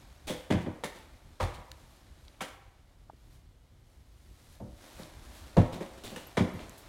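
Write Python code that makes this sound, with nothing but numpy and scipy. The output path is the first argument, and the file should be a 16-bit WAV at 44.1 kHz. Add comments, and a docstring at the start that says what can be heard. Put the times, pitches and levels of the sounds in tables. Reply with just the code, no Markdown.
"""Footsteps thud up painted wooden stairs, pause, and climb on.
Each shoe slaps and knocks a tread, then the body's weight makes the hollow flight thud;
the narrow stairwell answers. Soles scuff and squeak, clothes rustle, and a hand rumbles
and ticks on the camera it carries. The house hisses faintly behind it all."""
import sys
import numpy as np
from scipy import signal
from scipy.fft import rfft, irfft, next_fast_len
from scipy.io import wavfile
from scipy.ndimage import map_coordinates

SR = 44100
rng = np.random.default_rng(int(sys.argv[2]) if len(sys.argv) > 2 else 0)


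def wav_out(sig):
    """Save sig, one row per channel (or a flat mono array), as 16-bit PCM at SR to the path in sys.argv[1]."""
    wavfile.write(sys.argv[1], SR, np.round(np.clip(np.atleast_2d(sig).T, -1, 1) * 32767).astype(np.int16))


N = 303408


def amp(db):
    """Decibels to gain."""
    return 10 ** (np.asarray(db) / 20)


def along(points, hz):
    """Interpolate (freq_hz, value) rows on a log frequency axis."""
    freq_hz, values = np.transpose(points)
    return np.interp(np.log(hz + 1), np.log(freq_hz + 1), values)


def wobble(rate_hz):
    """Smooth random curve, rate_hz knots a second."""
    knots = rng.standard_normal(int(N * rate_hz / SR) + 4)
    return map_coordinates(knots, [np.arange(N) * rate_hz / SR])


def noise(gain, size):
    """Noise of rms 1, coloured by gain(hz)."""
    n_fft = next_fast_len(size)
    spectrum = rfft(rng.standard_normal(n_fft)) * gain(np.fft.rfftfreq(n_fft, 1 / SR))
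    x = irfft(spectrum, n_fft)[:size]
    return x / np.sqrt(np.mean(x ** 2) + 1e-20)


def shaped_noise(spectrum, size, tilt_db_oct=0):
    """Noise of rms 1 from (freq_hz, level_db) rows, tilted above about 1100 Hz."""
    return noise(lambda hz: amp(along(spectrum, hz) + tilt_db_oct * np.log2(np.hypot(1, hz / 1100))), size)


def hump(hz, centre_hz, sharpness):
    """Gain of the band that one contact excites."""
    ratio = (hz + 1) / centre_hz
    return (2 / (ratio + 1 / ratio)) ** sharpness


def envelope(t, rise_s, t60_s):
    """Swell from time 0, then exponential decay."""
    t = np.maximum(t, 0)
    return (1 - np.exp(-t / max(rise_s, 1e-4))) * amp(-60 * t / t60_s)


def add(track, start_s, x):
    """Mix x into the track at start_s."""
    start = max(round(start_s * SR), 0)
    track[start:start + len(x)] += x[:N - start]


# Hiss spectrum: freq_hz, level_db
HISS_SPECTRUM = [(130, -28), (220, -3.5), (326, -12.5), (364, -7), (420, -23), (443, -8), (1190, -17),
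                 (1790, -19.5), (2030, -16.5), (2660, -23), (2860, -18.5), (14100, -32), (16000, -38)]

def house_hiss():
    """Faint, steady air of the house."""
    return amp(-71) * shaped_noise(HISS_SPECTRUM, N)


# Stairwell decay: freq_hz, t60_s
STAIRWELL_DECAY = [(60, 0.96), (200, 0.38), (650, 0.76), (1050, 0.92), (2000, 0.8), (4000, 0.52),
                   (9000, 0.46), (15000, 0.62)]

def stairwell(x, wet_db):
    """Direct sound plus the walls' answer, different at every spot of the climb."""
    hz, t, bands = signal.stft(rng.standard_normal(SR), SR, nperseg=256)
    decay = amp(-60 * t / along(STAIRWELL_DECAY, hz)[:, None])
    _, tail = signal.istft(bands * decay, SR, nperseg=256)
    tail *= 1 - np.exp(-np.arange(len(tail)) / SR / 0.004)
    low_cut = signal.butter(2, 220, 'high', fs=SR, output='sos')  # too narrow to hold deep bass
    tail = signal.sosfilt(low_cut, tail)
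    return x + amp(wet_db) * signal.fftconvolve(x, tail / np.linalg.norm(tail))[:len(x)]


# Strength of the climber's movement: time_s, level_db
BODY_MOTION = [(0, -65.5), (0.15, -70), (1.1, -71), (2.4, -72), (2.75, -78.5), (3.7, -87), (4.69, -81),
               (4.84, -64), (5.5, -64), (6.88, -62.5)]

def body_motion_db():
    """The climber eases off, stands, then climbs on."""
    return np.interp(np.arange(N) / SR, *np.transpose(BODY_MOTION))


# Handling spectrum: freq_hz, level_db
RUMBLE_SPECTRUM = [(12, -39), (20, -9), (37, 0), (54, 3.5), (107, -5), (140, -9.5), (166, -14), (198, -19),
                   (331, -22.5), (400, -24), (520, -66), (880, -120)]

def hand_rumble(motion_db):
    """Lumpy rumble of the hand on the camera, slightly louder with movement."""
    grip_db = -56 + 0.11 * (motion_db - motion_db.mean())
    return amp(grip_db + 3.06 * wobble(26)) * shaped_noise(RUMBLE_SPECTRUM, N)


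# Sleeve sweeps: peak_s, level_db, build_20db_s
SLEEVE_SWEEPS = [(1.97, -72.5, 1.15), (2.25, -76.5, 0.2), (3.35, -73.5, 0.4), (3.96, -80.5, 0.3),
                 (4.54, -68.5, 0.82), (5.01, -62, .5), (5.38, -62.5, 0.3)]

def sleeve_gain(fall_20db_s=0.16):
    """Envelope of sleeves sweeping past: slow build, fast fall, summed in power."""
    t, power = np.arange(N) / SR, np.zeros(N)
    for peak_s, level_db, build_20db_s in SLEEVE_SWEEPS:
        drop_db = 20 * np.maximum((peak_s - t) / build_20db_s, (t - peak_s) / fall_20db_s)
        power += amp(level_db - drop_db) ** 2
    return np.sqrt(power)


# Rustle spectrum: freq_hz, level_db
CLOTH_SPECTRUM = [(120, -23), (200, -3), (305, 1), (465, -7), (590, -1), (821, -4.5), (2420, -11),
                  (2700, -12.5), (3900, -11), (4860, -14.5), (11700, -21), (16000, -31)]

def clothes(motion_db):
    """Cloth rubs as the body moves; sleeves add brighter sweeps."""
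    rubbing_db = 0.6 * wobble(25) + 1.06 * wobble(350)  # folds swish, fibres catch
    rustle = amp(motion_db) * shaped_noise(CLOTH_SPECTRUM, N)
    sleeves = sleeve_gain() * shaped_noise(CLOTH_SPECTRUM, N, tilt_db_oct=2.4)
    return amp(7 + rubbing_db) * (rustle + sleeves)


# Fingers on the camera: start_s, level_db, pitch_hz, sharpness
FINGER_TICKS = [(1.716, -32, 2900, 1.9), (2.281, -41, 3380, 5.5), (3.098, -37, 654, 7),
                (3.133, -50, 260, 9), (5.033, -35.5, 3700, 11), (6.593, -35, 1890, 7.8),
                (6.695, -32.5, 8700, 9)]

def finger_ticks():
    """Small dry clicks right at the microphone; higher ones die sooner."""
    out, t = np.zeros(N), np.arange(SR // 10) / SR
    for start_s, level_db, pitch_hz, sharpness in FINGER_TICKS:
        t60_s = 0.013 * (pitch_hz / 1000) ** -0.46
        band = noise(lambda hz: hump(hz, pitch_hz, sharpness), len(t))
        add(out, start_s, amp(level_db + 3) * band * envelope(t, 0.0011, t60_s))
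    return out


# Sole squeaks: time_s, level_db, pitch_hz
SOLE_SQUEAKS = [(6.273, -46, 12800), (6.542, -56, 12900)]

def sole_squeaks():
    """A sliding sole gives a thin, brief squeak."""
    out, t = np.zeros(N), np.arange(SR // 2) / SR
    for time_s, level_db, pitch_hz in SOLE_SQUEAKS:
        band = noise(lambda hz: np.exp(-((hz - pitch_hz) / 130) ** 2), len(t))
        squeak = amp(level_db + 4) * band * envelope(t, rise_s=0.0064, t60_s=0.045)
        add(out, time_s - 0.006, stairwell(squeak, wet_db=-14))
    return out


# Sliding spectrum: freq_hz, level_db
SCUFF_SPECTRUM = [(300, 11), (1500, -3), (2800, 1), (3600, 2.5), (4300, 0.5), (5000, -4.5), (8000, -4.5),
                  (12000, -11), (15500, -14)]
# Sole slides: start_s, level_db, t60_s, tilt_db_oct
SOLE_SCUFFS = [(0.269, -34.5, .21, 0.5), (0.605, -49, 0.13, 0.5), (0.941, -50, 0.36, -1),
               (1.536, -45, 0.15, -1), (5.724, -37.5, .17, -2), (5.975, -38.5, 0.066, -2.5),
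               (6.035, -40.5, 0.44, 0), (6.193, -54.5, 0.33, 1), (6.597, -42, 0.31, -4.5),
               (6.776, -46.5, .1, 8)]

def sole_scuffs():
    """Soles slide gritty over the paint."""
    out, t = np.zeros(N), np.arange(SR // 2) / SR
    for start_s, level_db, t60_s, tilt_db_oct in SOLE_SCUFFS:
        grit = amp(2.4 * noise(lambda hz: hz < 300, len(t)))
        slide = shaped_noise(SCUFF_SPECTRUM, len(t), tilt_db_oct) * grit * envelope(t, 0.0068, t60_s)
        add(out, start_s, stairwell(amp(level_db) * slide, wet_db=-7.5))
    return out


# Modes of the flight: freq_hz, level_db, t60_s
STAIR_MODES = [(45, -3.5, 0.34), (86.8, 3.5, 0.25), (101.5, 3, 0.19), (125.5, -1, 0.27), (167.4, 1, 0.25),
               (202.8, 1.5, 0.19), (242.5, -1, 0.22), (284.7, -1.5, 0.26), (315.2, -7, 0.4),
               (369.4, -2.5, 0.23), (435, -12.5, 0.23), (497.3, -4.5, 0.3), (527.5, 0.5, 0.23),
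               (602.8, -2, 0.32), (681, -0.5, 0.092), (756, -8, 0.29), (824.6, -8.5, 0.32), (904, -5, 0.14),
               (1014, -1, 0.071), (1130, -4, 0.059), (1307, -15.5, 0.57)]

def boards(t, centre_hz, sharpness, rise_s, damping):
    """Stair modes near centre_hz ring; every tread is tuned a little differently."""
    freq_hz, level_db, t60_s = np.transpose(STAIR_MODES)
    detune, scatter_db = rng.standard_normal((2, len(freq_hz)))
    gains = amp(level_db + scatter_db) * hump(freq_hz, centre_hz, sharpness)
    gains = gains / np.linalg.norm(gains) * (-1) ** np.arange(len(gains))
    tuned_hz = freq_hz * (1 + 0.023 * detune)
    return sum(gain * np.sin(2 * np.pi * hz * t) * envelope(t, rise_s, ring_s)
               for gain, hz, ring_s in zip(gains, tuned_hz, t60_s / damping))


def shoe_damping(rise_s):
    """A faster contact presses harder and stills the board sooner."""
    return (0.0057 / max(rise_s, 1e-4)) ** 0.4


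def thud(t, level_db, centre_hz, lag_s, rise_s):
    """The hollow flight gives under the heel, then lag_s later under the whole body."""
    damping = 1.13 * np.sqrt(shoe_damping(rise_s))
    heel = boards(t, centre_hz, sharpness=2.55, rise_s=0.0049 + rise_s, damping=damping)
    body = boards(t - lag_s, centre_hz, sharpness=2.55, rise_s=0.0049 + rise_s, damping=damping)
    return amp(level_db + 6.5) * (amp(-9) * heel + body)


def knock(t, level_db, centre_hz, rise_s):
    """The shoe's hard edge rings the tread, joists and risers."""
    damping = shoe_damping(rise_s)
    edge_rise_s = 0.44 * rise_s  # bites faster than the sole
    tread = boards(t, centre_hz, sharpness=2.9, rise_s=edge_rise_s, damping=damping)
    joists = noise(lambda hz: hump(hz, centre_hz, sharpness=5.4), len(t))
    joists *= envelope(t, edge_rise_s, 0.2 / damping)
    return amp(level_db) * (tread + amp(-3) * joists)


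# Sole on paint: freq_hz, level_db
SLAP_SPECTRUM = [(100, -38), (450, 4), (1100, -3), (1500, -3.5), (2100, 1.5), (2650, -5), (3400, -1.5),
                 (4700, -8), (7000, -9), (10000, -10.5), (15500, -21)]

def sole_slap(t, level_db, tilt_db_oct, rise_s, hollow_hz=1020):
    """The sole slaps the paint and the air under it rings at hollow_hz."""
    damping = np.sqrt(shoe_damping(rise_s))
    grain = amp(2.73 * noise(lambda hz: hz < 500, len(t)))  # lands patch by patch
    crack = envelope(t, rise_s, 0.14)
    contact = crack + envelope(t, rise_s, 0.39 / damping)
    slap = shaped_noise(SLAP_SPECTRUM, len(t), tilt_db_oct) * grain * contact
    hollow = noise(lambda hz: hump(hz, hollow_hz, sharpness=110), len(t))
    hollow *= envelope(t, rise_s, 0.31 / damping)
    return amp(level_db - 3) * (slap + amp(-3) * hollow)


# Load on a planted foot: start_s, thud_db, thud_hz, knock_db
WEIGHT_SHIFTS = [(0.293, -31.5, 370, -42), (1.574, -44.5, 54.6, -50), (4.987, -46.5, 190, -45),
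                 (5.749, -42.5, 197, -42.5), (5.803, -41.5, 230, -36), (6.114, -44.5, 218, -45.5),
                 (6.437, -36.5, 250, -45), (6.533, -35, 126, -56)]

def weight_shifts(t, rise_s=0.0066):
    """Weight shifts on a foot already down; the sole barely sounds."""
    for start_s, thud_db, thud_hz, knock_db in WEIGHT_SHIFTS:
        yield start_s, (thud(t, thud_db, thud_hz, lag_s=0.00507, rise_s=rise_s)
                        + knock(t, knock_db, centre_hz=466, rise_s=rise_s)
                        + sole_slap(t, knock_db - 11.5, tilt_db_oct=-2.5, rise_s=rise_s))


# Light toe contacts: start_s, knock_db, knock_hz, slap_db, hollow_hz, rise_s
TOE_TAPS = [ (0.275, -47, 497, -37.5, 3380, 0.013), (0.837, -29, 635, -39.5, 2150, 0.00035),
            (2.406, -31.5, 1320, -39, 3150, 0.0023), (6.161, -37, 574, -46, 2820, 0.00076), ]

def toe_taps(t):
    """A toe slaps bright and hardly moves the flight."""
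    for start_s, knock_db, knock_hz, slap_db, hollow_hz, rise_s in TOE_TAPS:
        yield start_s, (thud(t, knock_db - 11, centre_hz=233, lag_s=0.00498, rise_s=rise_s)
                        + knock(t, knock_db, knock_hz, rise_s)
                        + sole_slap(t, slap_db, tilt_db_oct=-0.8, rise_s=rise_s, hollow_hz=hollow_hz))


# Flat landings: start_s, thud_db, thud_hz, lag_s, knock_db, knock_hz, slap_db, tilt_db_oct, rise_s
FULL_STEPS = [ (0.502, -22, 149, 0.035, -22, 275, -32.5, -5.5, 0.0046),
              (0.66, -33, 170, 0.0129, -31, 353, -46.5, -11, 0.0021),
              (1.399, -27, 50, .022, -27.5, 760, -36, -3, 0.0078),
              (4.599, -37, 169, .015, -43.5, 513, -69, -13, 0.011),
              (5.567, -10.5, 96, 0.00598, -18.5, 500, -36.5, -5, 0.0034),
              (6.37, -16, 183, .028, -32.5, 233, -29, -6, 0.00077), ]

def full_steps(t):
    """The flat of the shoe lands with the body's weight."""
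    for start_s, thud_db, thud_hz, lag_s, knock_db, knock_hz, slap_db, tilt_db_oct, rise_s in FULL_STEPS:
        yield start_s, (thud(t, thud_db, thud_hz, lag_s, rise_s)
                        + knock(t, knock_db, knock_hz, rise_s)
                        + sole_slap(t, slap_db, tilt_db_oct, rise_s))


def footsteps():
    """Every step, tap and shift sounds into the stairwell."""
    out, t = np.zeros(N), np.arange(SR * 3 // 4) / SR
    for start_s, contact in [*full_steps(t), *toe_taps(t), *weight_shifts(t)]:
        add(out, start_s, stairwell(contact, wet_db=-8.5))
    return out


def scene():
    """Feet, climber and house at one microphone."""
    motion_db = body_motion_db()
    feet = footsteps() + sole_scuffs() + sole_squeaks()
    climber = finger_ticks() + clothes(motion_db) + hand_rumble(motion_db)
    return (feet + climber + house_hiss())[None]


def record(dry):
    """Brick-wall low-pass."""
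    cutoff_hz = 15950
    n_fft = next_fast_len(N + SR // 2)
    passband = np.fft.rfftfreq(n_fft, 1 / SR) < cutoff_hz
    return irfft(rfft(dry, n_fft) * passband, n_fft)[..., :N]


dry = scene()
out = record(dry)
wav_out(out)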